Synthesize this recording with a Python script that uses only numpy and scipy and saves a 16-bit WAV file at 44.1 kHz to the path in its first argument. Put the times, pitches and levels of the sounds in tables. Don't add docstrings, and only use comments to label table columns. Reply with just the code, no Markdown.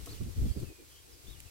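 import sys
import numpy as np
from scipy import signal
from scipy.fft import rfft, irfft
from scipy.io import wavfile
from scipy.ndimage import uniform_filter1d

SR = 44100
rng = np.random.default_rng(int(sys.argv[2]) if len(sys.argv) > 2 else 0)


def wrap_up_sound(samples):
    columns = np.atleast_2d(samples).T
    tamed = np.clip(columns, -1, 1)
    steps = np.round(tamed * 32767).astype(np.int16)
    wavfile.write(sys.argv[1], SR, steps)


N = 66150
TIME = np.arange(N) / SR


# time_s, left_db, right_db
GUST_LEVELS = [(0.0, -41, -63), (0.04, -37.5, -42.5), (0.075, -49.5, -57), (0.105, -37.5, -40.5),
               (0.185, -53, -42), (0.215, -40, -29.5), (0.285, -35.5, -45), (0.31, -35, -62),
               (0.35, -44.5, -93), (0.37, -27.5, -33), (0.42, -23, -24.5), (0.47, -33, -30),
               (0.515, -31, -25.5), (0.54, -48, -62), (0.572, -38.5, -28.5), (0.63, -38, -55),
               (0.655, -40.5, -71), (0.69, -37.5, -57), (0.735, -56.5, -81), (1.0, -55.5, -92),
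               (1.22, -56.5, -82), (1.265, -46.5, -89), (1.292, -34.5, -47), (1.325, -45, -74),
               (1.435, -49.5, -83), (1.475, -44, -56), (1.5, -71, -60)]
# frequency_hz, density_db
RUMBLE_SPECTRUM = [(15, -8), (35, -13), (62, 3), (88, -4), (125, -9), (170, -21), (250, -25), (400, -42),
                   (700, -49.5), (1500, -63)]

def gust_rumble(trim_db=-2.5):
    return from_db(in_time(GUST_LEVELS) + trim_db) * eddies(RUMBLE_SPECTRUM)


# centre_s, left_db, right_db
EDDY_THUMPS = [(.419, -25, -27), (.507, -27, -27), (.617, -32, -40), (1.14, -45, -70), (1.463, -43, -62)]

def eddy_thumps(pitch_hz=60, half_width_s=0.0088):
    return sum(from_db([[left_db], [right_db]]) * gaussian(centre_s, half_width_s)
               * np.sin(2 * np.pi * pitch_hz * (TIME - centre_s))
               for centre_s, left_db, right_db in EDDY_THUMPS)


# centre_s, half_width_s, left_db, right_db
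GUST_BUFFETS = [(0.224, 0.02, -39, -36.5), (0.272, 0.0168, -43, -39), (0.397, 0.033, -47, -41),
                (0.457, 0.028, -32, -35.5), (0.572, 0.012, -41, -34.5), (0.608, 0.0094, -38.5, -48),
                (0.631, 0.014, -33, -48), (1.289, 0.0083, -47, -63)]
# frequency_hz, density_db
BUFFET_SPECTRUM = [(40, 1), (80, -6), (120, 5.5), (170, -2.5), (230, -3.5), (320, -9.5), (480, -25.5),
                   (900, -41)]

def gust_buffets():
    push = sum(from_db([[left_db], [right_db]]) * gaussian(centre_s, half_width_s)
               for centre_s, half_width_s, left_db, right_db in GUST_BUFFETS)
    return push * eddies(BUFFET_SPECTRUM)


# time_s, level_db
FLUTTER_LEVELS = [(0, -50.5), (.05, -62.5), (.08, -52.5), (.19, -59), (.213, -45), (.25, -59.5),
                  (.288, -46), (.305, -50.5), (.352, -67), (.372, -51.5), (.44, -47), (.465, -51.5),
                  (.49, -59), (.515, -52), (.542, -61), (.568, -39.5), (.61, -51.5), (.635, -39),
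                  (.652, -60), (.715, -45.5), (.76, -77), (.79, -54), (.82, -51.5), (.87, -68.5),
                  (1.05, -70), (1.08, -59.5), (1.26, -64), (1.29, -55), (1.32, -61.5), (1.5, -74)]
# frequency_hz, density_db
FLUTTER_SPECTRUM = [(100, -28), (205, -21.5), (270, -3), (340, -1), (430, -5), (540, -15), (750, -27),
                    (1300, -43), (3000, -52)]

def port_flutter(trim_db=-3.5):
    turbulence = eddies(FLUTTER_SPECTRUM, correlation=0.064, smoothing_s=0.028)
    return from_db(in_time(FLUTTER_LEVELS) + trim_db) * turbulence * pan(-3)


# start_s, level_db, decay_s
NET_TICKS = [(.059, -45.5, 0.0098), (0.601, -49.5, 0.0032), (1.4031, -39, 0.0016)]
# frequency_hz, density_db
TICK_SPECTRUM = [(500, -18), (1500, -9), (2800, 1), (4500, -4), (7200, 1), (12000, -1), (16000, -4)]

def net_ticks():
    bursts = sum(from_db(level_db) * (TIME >= start_s) * np.exp(-np.abs(TIME - start_s) / decay_s)
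                 for start_s, level_db, decay_s in NET_TICKS)
    return bursts * colour(noise_pair(correlation=0.067), TICK_SPECTRUM)


# start_s, level_db
WATER_PLOPS = [(.071, -45), (.121, -54.5), (0.208, -58), (.626, -61)]
# pitch_hz, gain_db, t60_s
WATER_MODES = [(307, -1.5, 0.12), (467.4, -3.5, 0.15), (701, -1.5, .05), (1126, 3.5, 0.024),
               (1331, -1.5, 0.072)]

def water_plops(attack_s=0.0022):
    plops = np.zeros(N)
    for start_s, level_db in WATER_PLOPS:
        age = np.maximum(TIME - start_s, 0)
        onset = 1 - np.exp(-age / attack_s)
        for k, (pitch_hz, gain_db, t60_s) in enumerate(WATER_MODES):
            decay = from_db(level_db + gain_db + rng.normal(0, 3.2) - 60 * age / t60_s)
            detuned_hz = pitch_hz * rng.uniform(0.918, 1.04)
            plops += (-1) ** k * onset * decay * np.sin(2 * np.pi * detuned_hz * age)
    return from_left(plops, lag_s=0.00012)


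# start_s, length_s, start_hz, middle_hz, end_hz, level_db, trill_depth_hz
BIRD_NOTES = [(.086, .03, 3650, 4150, 5000, -56, 230), (.108, .03, 5000, 4500, 3700, -54, 230),
              (.13, .065, 3900, 3050, 2700, -63, 330), (.455, .065, 3300, 3280, 3020, -64, 20),
              (.507, .05, 4150, 4750, 4880, -62.5, 60), (.553, .065, 4900, 4650, 4000, -65, 60),
              (.64, .085, 2800, 2570, 2490, -61.5, 12), (.712, .12, 2500, 2420, 2410, -67, 10),
              (.892, .128, 3260, 3150, 3130, -63.5, 130), (1.122, .03, 5180, 5000, 4830, -58.5, 20),
              (1.15, .07, 4750, 4600, 4740, -71, 30), (1.262, .055, 3500, 3620, 3960, -59.5, 25),
              (1.305, .04, 3950, 3620, 3150, -60, 30), (1.338, .045, 3230, 2950, 2740, -66, 30),
              (1.452, .046, 2850, 2650, 2540, -66, 30)]

def bird_whistles(trim_db=-1.5, trill_rate_hz=58, edge_share=0.22, waver_db=1.8):
    song = np.zeros(N)
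    jitter_hz = 35 * drift(204)
    trill = tone(trill_rate_hz * (1 + 0.206 * drift(21.3))) + 0.415 * drift(148)
    for start_s, length_s, start_hz, middle_hz, end_hz, level_db, trill_depth_hz in BIRD_NOTES:
        progress = np.clip((TIME - start_s) / length_s, 0, 1)
        glide = np.polyfit([0, .5, 1], [start_hz, middle_hz, end_hz], 2)
        pitch_hz = np.polyval(glide, progress) + trill_depth_hz * trill + jitter_hz
        swell = np.clip(np.minimum(progress, 1 - progress) / edge_share, 0, 1)
        song += from_db(level_db + trim_db) * swell * np.sqrt(2) * tone(pitch_hz)
    song *= from_db(waver_db * drift(63))
    return from_left(song, lag_s=0.00005) + field_echo(song)


def field_echo(sound, gain_db=-6, t60_s=0.3):
    tail = rng.standard_normal((2, N)) * from_db(-60 * TIME / t60_s)
    response = unit_power(tail) / np.sqrt(N)
    return from_db(gain_db) * signal.fftconvolve(sound[None], response, axes=1)[:, :N]


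# frequency_hz, density_db
DIFFUSE_SPECTRUM = [(100, -17), (400, 6.5), (750, -4), (1200, -1), (1600, -2.5), (2600, -1), (4500, 2),
                    (6300, 0.5), (8000, -2.5), (11000, -1.5), (15500, -4)]

def diffuse_hiss(gain_db=-0.5, waver_db=1, treble_hz=6500):
    air = colour(noise_pair(correlation=0.033), DIFFUSE_SPECTRUM)
    air *= from_db(gain_db + waver_db * drift(7.6))
    treble = signal.sosfilt(signal.butter(1, treble_hz, "high", fs=SR, output="sos"), air)
    return air + treble * (pan(-2) - 1)


# frequency_hz, density_db
LEFT_HISS_SPECTRUM = [(200, -20), (700, 1), (1200, -1), (2500, -0.5), (4500, -9), (8000, 1), (15000, -10)]

def left_hiss(gain_db=-6.5):
    noise = colour(rng.standard_normal(N), LEFT_HISS_SPECTRUM)
    return from_db(gain_db) * from_left(noise, lag_s=0.000376)


def grass_rustle(grains_per_s=310, gain_db=-18):
    size_db = np.minimum(rng.exponential(1, N), 3)
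    grains = (rng.random(N) < grains_per_s / SR) * from_db(size_db) * rng.choice([-1, 1], (2, N))
    return from_db(gain_db) * colour(grains, TICK_SPECTRUM)


# time_s, gain_db
BACKGROUND_GAIN = [(0, -53), (.12, -52.5), (.34, -56.5), (.41, -54.5), (.5, -53), (.57, -54.5),
                   (.63, -54.5), (.73, -58.5), (1.0, -59), (1.22, -58), (1.32, -57.5), (1.37, -55.5),
                   (1.5, -58.5)]

def background():
    return from_db(in_time(BACKGROUND_GAIN)) * (diffuse_hiss() + left_hiss() + grass_rustle())


def eddies(spectrum, correlation=0.13, smoothing_s=0.04):
    pressure = colour(noise_pair(correlation), spectrum)
    width = int(smoothing_s * SR)
    power = uniform_filter1d(uniform_filter1d(pressure ** 2, width), width // 2)
    return unit_power(pressure / np.sqrt(np.abs(power) + 1e-6))


def colour(x, spectrum):
    hz, db = np.transpose(spectrum)
    f = np.maximum(np.arange(N // 2 + 1) * SR / N, 1)
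    rolloff = np.minimum(f / hz[0], 1) * np.minimum(hz[-1] / f, 1) ** 2
    gain = from_db(np.interp(np.log(f), np.log(hz), db))
    return unit_power(irfft(rfft(x) * rolloff * gain, N))


def noise_pair(correlation):
    mid, side = rng.standard_normal((2, N))
    return np.sqrt(1 + correlation) * mid + np.sqrt(1 - correlation) * side * np.array([[1], [-1]])


def drift(rate_hz):
    f = np.arange(N // 2 + 1) * SR / N
    return unit_power(irfft(rfft(rng.standard_normal(N)) / (1 + (f / rate_hz) ** 2), N))


def tone(hz):
    return np.sin(2 * np.pi * np.cumsum(hz) / SR)


def gaussian(centre_s, half_width_s):
    return np.exp(-((TIME - centre_s) / half_width_s) ** 2)


def from_left(x, lag_s):
    return np.array([x, np.interp(TIME - lag_s, TIME, x)])


def pan(left_minus_right_db):
    return from_db(np.array([[1], [-1]]) * left_minus_right_db / 2)


def in_time(rows):
    time_s, *columns = np.transpose(rows)
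    return np.array([np.interp(TIME, time_s, column) for column in columns])


def from_db(db):
    return 10 ** (np.asarray(db) / 20)


def unit_power(x):
    return x / np.sqrt(np.mean(x ** 2) + 1e-20)


def scene():
    wind = gust_rumble() + eddy_thumps() + gust_buffets() + port_flutter()
    return wind + background() + bird_whistles() + net_ticks() + water_plops()


def record(dry):
    cutoff_hz = 15900
    f = np.arange(N + 1) * SR / (2 * N)
    return irfft(rfft(dry, 2 * N) / np.sqrt(1 + (f / cutoff_hz) ** 400), 2 * N)[:, :N]


dry = scene()
out = record(dry)
wrap_up_sound(out)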